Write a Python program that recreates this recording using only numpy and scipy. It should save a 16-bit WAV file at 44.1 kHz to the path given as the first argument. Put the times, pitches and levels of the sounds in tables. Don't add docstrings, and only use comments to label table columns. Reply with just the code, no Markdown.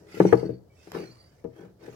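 import sys
import numpy as np
from scipy import signal
from scipy.io import wavfile
from scipy.ndimage import uniform_filter1d

SR = 44100
rng = np.random.default_rng(int(sys.argv[2]) if len(sys.argv) > 2 else 0)


def amplitude_ratio(level_db):
    exponent = np.asarray(level_db, float) / 20
    return 10 ** exponent


def persist_wave(psi):
    counts = np.round(np.clip(psi, -1, 1) * 32767).astype(np.int16)
    wavfile.write(sys.argv[1], SR, np.atleast_2d(counts).T)


N = 85995

# frequency in Hz, left level in dB, right level in dB, t60 in s.
BOARD_MODES = [(186.4, -1.5, -4, 0.19), (269, -14.5, -6, 0.044), (334.7, 3.5, -2.5, 0.11),
               (382, -7, -7, 0.14), (409.1, 3, -1, 0.076), (490, -1, -27, 0.074), (797.4, -7, -24, 0.054),
               (1527, -33, -7, 0.04)]
# frequency in Hz, left level in dB, right level in dB, t60 in s.
BENCH_MODES = [(75.6, -37, -34, 1), (123.8, -8, -11, 0.29), (253.9, -9.5, -20.5, 0.17),
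               (321.2, -8, -8, 0.18), (394.4, -4, -18, 0.11), (455.3, 8, -20, 0.087),
               (551.5, -9, -6.5, 0.059), (641.6, -9, -27, 0.19), (821.6, -5, -25.5, 0.052),
               (951.5, -9.5, -16, 0.072), (1265, -2, -7, 0.02), (1731, -21, 1, 0.036)]
# frequency in Hz, gain in dB.
LEFT_RESPONSE = [(900, 7), (2500, -2), (5000, -5.5), (6500, -22), (9000, -20), (14000, -14)]


def evened(x):
    return x / np.sqrt(np.mean(x ** 2) + 1e-20)


def read(points, hz):
    f, value = np.transpose(points)
    return np.interp(np.log(hz + 1), np.log(f + 1), value)


def colour(x, *spectra):
    hz = np.abs(np.fft.fftfreq(4096, 1 / SR))
    log_gain = np.log(amplitude_ratio(sum(read(s, hz) for s in spectra)))
    phase = -signal.hilbert(log_gain).imag
    taps = np.fft.ifft(np.exp(log_gain + 1j * phase)).real[:2048]
    return signal.oaconvolve(x, taps)[:N]


def microphones(left, right, shape):
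    return np.array([colour(left, shape, LEFT_RESPONSE), colour(right, shape)])


def ring(force, modes):
    swell_cycles, lag_s = 0.39, 0.0001
    t = np.arange(SR // 2) / SR
    heard_at = t - np.array([[0], [lag_s]])
    body = np.zeros((2, len(t)))
    for hz, left_db, right_db, t60 in modes:
        decay = amplitude_ratio([[left_db], [right_db]] - 60 * t / t60)
        swell = 1 - np.exp(-t * hz / swell_cycles)
        body += decay * swell * np.sin(2 * np.pi * hz * heard_at)
    return signal.fftconvolve(force[None], body, axes=1)[:, :N]


def air():
    # frequency in Hz, relative level in dB per Hz.
    wash = [(60, -7), (90, 9.5), (200, -6.5), (600, -8), (1000, -22), (2500, -35.5), (4700, -32),
            (9500, -43.5), (16000, -36)]
    # frequency in Hz, left minus right in dB.
    balance = [(100, -3), (500, 7), (1600, 11), (4500, -7.5), (9000, -17.5), (15000, -10.5)]
    level_db, same_up_to_hz, patch_db = -57.5, 610, 0.39
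    frames, hz = N // 256 + 5, np.fft.rfftfreq(1024, 1 / SR)
    a, b, c, d, patches = rng.standard_normal((frames, 513, 5)).T
    patches = evened(uniform_filter1d(uniform_filter1d(patches, 10, axis=0), 10, axis=1))
    same = 1 / (1 + (hz[:, None] / same_up_to_hz) ** 2)
    left = a + 1j * b
    right = same * left + np.sqrt(1 - same ** 2) * (c + 1j * d)
    tilt = read(balance, hz)[:, None] / 2
    shape_db = read(wash, hz)[:, None] + patch_db * patches + np.array([tilt, -tilt])
    noise = signal.istft(np.array([left, right]) * amplitude_ratio(shape_db), nperseg=1024, noverlap=768)[1]
    return amplitude_ratio(level_db) * evened(noise[:, :N])


def streaked(x):
    streak_db = 5
    z = signal.stft(x, nperseg=512, noverlap=384)[2]
    bands = rng.standard_normal(z.shape[:0:-1]).T
    bands = evened(uniform_filter1d(uniform_filter1d(bands, size=2, axis=0), size=24, axis=1))
    return signal.istft(z * amplitude_ratio(streak_db * bands), nperseg=512, noverlap=384)[1][:, :N]


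def sliding():
    # start, fastest moment and end in seconds, then the levels of
    # the rumble in the wood, the rasp and the hiss in dB.
    strokes = [(-.3, 0.002, 0.28, -44.5, -58, -67.5), (0.033, 0.193, 0.64, -41, -32.5, -49.5),
               (0.639, 0.877, 1.76, -63.5, -47, -59), (0.906, 0.952, 1.107, -22.5, -34, -65),
               (1.477, 1.61, 1.767, -36, -48, -71), (1.771, 1.836, 2.32, -37, -43.5, -62.5)]
    # frequency in Hz, gain in dB.
    rasp_shape = [(900, -9.5), (2200, -3.5), (3200, -10.5), (5000, -13), (8000, -23)]
    # frequency in Hz, gain in dB.
    hiss_shape = [(3000, -23.5), (5000, 7.5), (9500, -4.5), (12500, -10.5), (16000, -24)]
    still_db, bench_db = -71.5, -9
    grains_per_s, grain_db, bright = 830, 3, 0.42
    t, level = np.arange(N) / SR, np.zeros((3, N))
    level[0] = amplitude_ratio(still_db)
    for start, fastest, end, *db in strokes:
        speed = np.interp(t, [start, fastest, end], [0, 1, 0])
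        level += amplitude_ratio(db)[:, None] * speed ** 2

    caught = rng.random((2, N)) < grains_per_s / SR
    size = amplitude_ratio(grain_db * np.minimum(rng.exponential(1, (2, N)), 5)) * caught
    force = evened(uniform_filter1d(size * rng.choice([-1, 1], (2, N)), size=16, axis=1))
    force = level[0] * (force - bright * np.roll(force, 16, axis=1)) / SR ** .5
    rumble = ring(force[0], BOARD_MODES) + amplitude_ratio(bench_db) * ring(force[1], BENCH_MODES)

    a, b, c, d, flicker = rng.standard_normal((N, 5)).T
    flicker_gain = amplitude_ratio(1.5 * evened(uniform_filter1d(flicker, size=300)))
    rasp_level, hiss_level = level[1:] * flicker_gain
    rasp = microphones(a * rasp_level, b * rasp_level, rasp_shape)
    hiss = microphones(c * hiss_level, d * hiss_level, hiss_shape)
    return rumble + streaked(rasp + hiss)


def knocks():
    # start in seconds, push on the board in dB, push on the bench in dB,
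    # contact time in ms.
    contacts = [(0.1432, -38, -53, 0.93), (0.17, -79, -29, 1.7), (0.2017, -8.5, -14.5, 0.74),
                (0.2142, -46, -26, 4.4), (0.2506, -11, -22, 1.11), (0.3254, -40.5, -12, 0.54),
                (0.3278, -41, -10, .7), (.340, -18, -29, 2.3), (0.429, -25.5, -25, 1.25),
                (0.453, -21.5, -40.5, 2.45), (.492, -43, -20, 1.9), (0.527, -32, -34, 2.94),
                (0.872, -43, -53.5, 0.58), (.950, -68, -31.5, 0.45), (0.966, -32.5, -46, 3.5),
                (1.001, -33, -44.5, 2.97), (1.032, -32, -36, 2.6), (1.088, -42, -37.5, 3.6),
                (1.4412, -48, -37.5, 0.99), (1.447, -40.5, -26, 1.5), (1.450, -37, -23.5, 4.7),
                (1.47, -40.5, -35.5, 2.5), (1.632, -35, -39.5, 3.3), (1.881, -37.5, -37, 1.4)]
    # frequency in Hz, gain in dB.
    clack_shape = [(150, -25.5), (450, 5), (1100, -3), (2500, -14), (4500, -55.5)]
    clack_db, clack_left_db, clack_decay_s, board_cut_hz = -10.5, 1.5, 0.0093, 131
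    t, push, clack = np.arange(N) / SR, np.zeros((2, N)), np.zeros(N)
    for start, board_db, bench_db, ms in contacts:
        progress = np.clip((t - start) / (ms / 1000), 0, 1)
        pulse = np.sin(np.pi * progress) ** 2
        push += amplitude_ratio([[board_db], [bench_db]]) * pulse / pulse.sum()
        hardness = (amplitude_ratio(board_db) + amplitude_ratio(bench_db)) / ms ** 2
        clack += hardness * progress * np.exp(-np.maximum(t - start, 0) / clack_decay_s)
    left, right = rng.standard_normal((N, 2)).T * clack * amplitude_ratio(clack_db)
    bass_cut = signal.butter(2, board_cut_hz, "high", fs=SR)
    board = signal.lfilter(*bass_cut, ring(push[0], BOARD_MODES))
    bench = ring(push[1], BENCH_MODES)
    return microphones(left * amplitude_ratio(clack_left_db), right, clack_shape) - board - bench


def whistles():
    # start in seconds, length in seconds, frequency in Hz, level in dB.
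    squeaks = [(.257, .07, 5780, -48), (.275, .08, 4290, -57), (.325, .06, 4450, -57),
               (.365, .09, 4580, -54), (.43, .2, 4520, -63), (.70, .09, 2280, -70), (.77, .11, 2600, -67),
               (.965, .12, 4590, -54), (.98, .04, 6550, -65), (1.03, .1, 5780, -65),
               (1.055, .09, 4220, -55), (1.08, .06, 4460, -59), (1.11, .06, 4690, -59),
               (1.155, .17, 4690, -60), (1.15, .12, 4230, -69)]
    width_hz, clear, rise = 130, 1.8, 0.45
    waver_share, break_db = 0.005, 1.5
    out = np.zeros(N)
    for start, length, hz, db in squeaks:
        t = np.arange(0, length, 1 / SR)
        a, c, d = rng.standard_normal((SR // 2, 3)).T
        pole = np.exp(-np.pi * width_hz / SR)
        fuzz = evened(signal.lfilter([1], [1, -2 * pole, pole ** 2], a))[-len(t):]
        waver, gaps = (evened(uniform_filter1d(uniform_filter1d(v, size=500), size=300))[:len(t)]
                       for v in (c, d))
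        tone = np.sin(2 * np.pi * np.cumsum(hz * (1 + waver_share * waver)) / SR)
        line = evened((clear + fuzz) * tone * amplitude_ratio(break_db * gaps))
        envelope = np.sin(np.pi * (t / length) ** rise)
        part = out[round(start * SR):][:len(t)]
        part += amplitude_ratio(db) * envelope * line
    return np.array([colour(out, LEFT_RESPONSE), out])


def ticks():
    # start in seconds, level in dB, decay time constant in ms.
    edge_hits = [(0.3291, -33.5, 2), (0.9185, -29, 1.7), (1.171, -59, 1.5), (1.442, -51, 2.3),
                 (1.564, -57, 4.7)]
    # frequency in Hz, gain in dB.
    tick_shape = [(800, 0.5), (6000, -1), (10000, -10.5), (14000, -1.5), (16000, -31.5)]
    t, level = np.arange(N) / SR, np.zeros(N)
    for start, db, ms in edge_hits:
        level += amplitude_ratio(db) * (t > start) * np.exp(-np.maximum(t - start, 0) * 1000 / ms)
    left, right = rng.standard_normal((N, 2)).T * level
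    return microphones(left, right, tick_shape)


def shed(x):
    room_db, dull_above_hz, t60 = -13, 1300, 0.38
    taps = np.zeros((2, SR // 2))
    at = np.arange(150, SR // 2 - 20, 20) + rng.integers(0, 20, (2, (SR // 2 - 151) // 20))
    np.put_along_axis(taps, at, rng.choice([-1., 1.], at.shape), 1)
    taps *= amplitude_ratio(-60 * np.arange(SR // 2) / SR / t60)
    taps = signal.lfilter(*signal.butter(2, dull_above_hz, fs=SR), taps / np.linalg.norm(taps[0]))
    return x + amplitude_ratio(room_db) * signal.fftconvolve(x, taps, axes=1)[:, :N]


def scene():
    return shed(knocks() + ticks() + sliding() + whistles()) + air()


def low_pass(x):
    return signal.sosfilt(signal.butter(12, 16100, fs=SR, output="sos"), x)


def record(dry):
    cut = signal.lfilter(*signal.butter(2, 75, "high", fs=SR), dry)
    mix = np.clip(cut, -1, 1)
    return low_pass(mix)


dry = scene()
out = record(dry)
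persist_wave(out)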